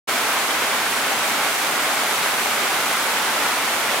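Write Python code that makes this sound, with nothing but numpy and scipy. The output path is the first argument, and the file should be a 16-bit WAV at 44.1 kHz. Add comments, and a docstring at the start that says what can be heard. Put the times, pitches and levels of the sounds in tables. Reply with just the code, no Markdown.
"""Waterfall in a glasshouse of ferns.

Plunging water makes a steady, diffuse rush with small bubbles ringing in it.
Fine spray hisses above; nearer drops tick on wet stone and leaves.
Rock and glass add faint early echoes. The sound fades in quickly, then holds."""
import sys
import numpy as np
from scipy import signal
from scipy.fft import rfft, irfft
from scipy.io import wavfile

SR = 44100
rng = np.random.default_rng(int(sys.argv[2]) if len(sys.argv) > 2 else 0)


def master(y):
    """Save y as 16-bit WAV."""
    cut = np.clip(np.atleast_2d(y).T, -1, 1)
    pcm = np.round(cut * 32767)  # scale
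    wavfile.write(sys.argv[1], SR, pcm.astype(np.int16))


N = 176400
TIME_S = np.arange(N) / SR
FREQ_HZ = np.maximum(np.arange(N // 2 + 1) * SR / N, 1)

# Diffuse field, left-right likeness: freq_hz, correlation
EAR_CORRELATION = [(60, .8), (110, 0.98), (260, 0.99), (700, 0.95), (1300, 0.78), (1700, 0.61),
                   (2150, 0.52), (2700, 0.29), (4000, .12), (7000, 0.16), (12000, .02)]
# Diffuse field, balance: freq_hz, left_minus_right_db
EAR_BALANCE = [(100, -1), (300, 0), (800, -0.1), (1300, -1), (2300, -1.6), (5000, -0.3), (9000, -1.2),
               (13000, 0.5)]
# Spray hiss: freq_hz, relative_density_db
SPRAY_SPECTRUM = [(1500, -22.5), (3500, -1.5), (5200, -3), (7000, -0.5), (10500, -1.3), (13000, -3.5),
                  (15500, -12)]
# Spray envelope: time_s, level_db
SPRAY_ENVELOPE = [(.1, -32), (.38, -32), (.55, -32.5), (.85, -32.5), (1.3, -32.4), (1.9, -32), (2.33, -31),
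                  (2.6, -32.6), (2.9, -31.5), (3.3, -32.5), (4.0, -32.5)]
# Falling water, coloured by the hall: freq_hz, relative_density_db
RUSH_SPECTRUM = [(20, -30), (32, -33), (48, -26.5), (76, -26), (98, -16), (120, -20), (138, -14.5),
                 (185, -13.5), (215, -8), (270, -6), (345, -8), (418, -3.8), (460, -6.5), (700, -1.9),
                 (780, -0.6), (885, 0.4), (930, -1.6), (1130, 0), (1240, -1.7), (1315, 1), (1390, -0.4),
                 (1470, 0.45), (1720, -3.5), (2200, -2.5), (2600, -6), (3600, -9.5), (5000, -14.5),
                 (10000, -20.5), (16000, -24)]


def from_db(db):
    """Decibels to gain."""
    return 10 ** (np.asarray(db) / 20)


def unit_rms(x):
    """Scale to rms 1."""
    return x / np.sqrt(np.mean(x ** 2) + 1e-20)


def over_freq(table):
    """Interpolate a table along log frequency."""
    freq_hz, value = np.transpose(table)
    return np.interp(np.log(FREQ_HZ), np.log(freq_hz), value)


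def drift(rate_hz):
    """Slow random wander, rms 1."""
    return unit_rms(irfft(rfft(rng.standard_normal(N)) / (1 + (FREQ_HZ / rate_hz) ** 2), N))


def diffuse_noise(spectrum):
    """Stereo noise from all around: alike in the bass, unrelated in the treble; mid rms 1."""
    mid, side = rfft(rng.standard_normal((2, N))) * from_db(over_freq(spectrum))
    correlation = over_freq(EAR_CORRELATION)
    width = np.sqrt((1 - correlation) / (1 + correlation))
    ears = np.array([[1], [-1]])
    balance = from_db(ears * over_freq(EAR_BALANCE) / 2)
    pair = irfft((mid + ears * side * width) * balance, N)
    return pair / np.std(pair.mean(axis=0))


def ring(clicks, pitch_hz, decay_cycles):
    """Resonator: each click rings and falls 60 dB in decay_cycles."""
    radius = np.exp(-np.log(1000) * pitch_hz / (decay_cycles * SR))
    step_rad = 2 * np.pi * pitch_hz / SR
    return signal.lfilter([1, 0, -1], [1, -2 * radius * np.cos(step_rad), radius ** 2], clicks + 1e-18)


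def pings(rate_per_s, spread_db, low_hz, high_hz, pitch_count, decay_cycles, max_lag_s=.00025, pan_db=3):
    """Short rings of random time, size, pitch and direction; stereo, rms 1."""
    when, size, sign, pitch, lag, pan = rng.random((int(rate_per_s * N / SR), 6)).T
    size_db = spread_db * np.minimum(-np.log(1 - size), 5)  # many small, few large
    height = np.sign(sign - .5) * from_db(size_db)
    pitch_index = (pitch * pitch_count).astype(int)
    clicks = np.zeros((pitch_count, 2, N))
    for channel, ear in enumerate((1, -1)):
        onset = (when * N + ear * (lag - .5) * max_lag_s * SR).astype(int) % N
        clicks[pitch_index, channel, onset] = height * from_db(ear * (2 * pan - 1) * pan_db)
    pitches_hz = np.geomspace(low_hz, high_hz, pitch_count)
    return unit_rms(sum(ring(train, hz, decay_cycles) for train, hz in zip(clicks, pitches_hz)))


def reflections(sound, count=12, echo_db=-26.5, first_s=.004, last_s=.035, lowpass_hz=1800):
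    """Direct sound plus early echoes off rock and glass; plants absorb the echoes' treble."""
    delays_s = rng.uniform(first_s, last_s, count)
    taps = np.zeros(N)
    taps[(delays_s * SR).astype(int)] = from_db(echo_db) * rng.choice([-1, 1], count)
    echo_response = rfft(taps) / (1 + 1j * FREQ_HZ / lowpass_hz)
    return irfft(rfft(sound) * (1 + echo_response), N)


def drops(level_db=-37):
    """Nearer drops hit stone and leaves with tiny ticks."""
    ticks = pings(rate_per_s=900, spread_db=3, low_hz=1310, high_hz=12000,
                  pitch_count=14, decay_cycles=2.5)
    return from_db(level_db) * ticks


def bubbles(level_db=-35):
    """Air dragged into the plunge pool rings briefly."""
    rings = pings(rate_per_s=900, spread_db=5, low_hz=600, high_hz=3270,
                  pitch_count=28, decay_cycles=11)
    return from_db(level_db) * rings


def spray(sway_db=0.6):
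    """Fine droplets hiss, thickening and thinning slightly."""
    level_db = np.interp(TIME_S, *np.transpose(SPRAY_ENVELOPE))
    return from_db(level_db + sway_db * drift(rate_hz=6.3)) * diffuse_noise(SPRAY_SPECTRUM)


def rush(level_db=-22.5, sway_db=0.43):
    """Countless splashes blur in the hall into a slightly swaying rush."""
    return from_db(level_db + sway_db * drift(rate_hz=5.9)) * diffuse_noise(RUSH_SPECTRUM)


def scene():
    """All water layers, with reflections."""
    return reflections(rush() + spray() + bubbles() + drops())


def record(dry):
    """Steep treble cut, quick fade-in."""
    cutoff_hz, transition_hz = 15850, 200
    start_s, fade_s = 0.073, 0.015
    lowpass = np.clip((cutoff_hz - FREQ_HZ) / transition_hz + .5, 0, 1)
    fade_in = np.clip((TIME_S - start_s) / fade_s, 0, 1)
    return irfft(rfft(dry) * lowpass, N) * fade_in


dry = scene()
out = record(dry)
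master(out)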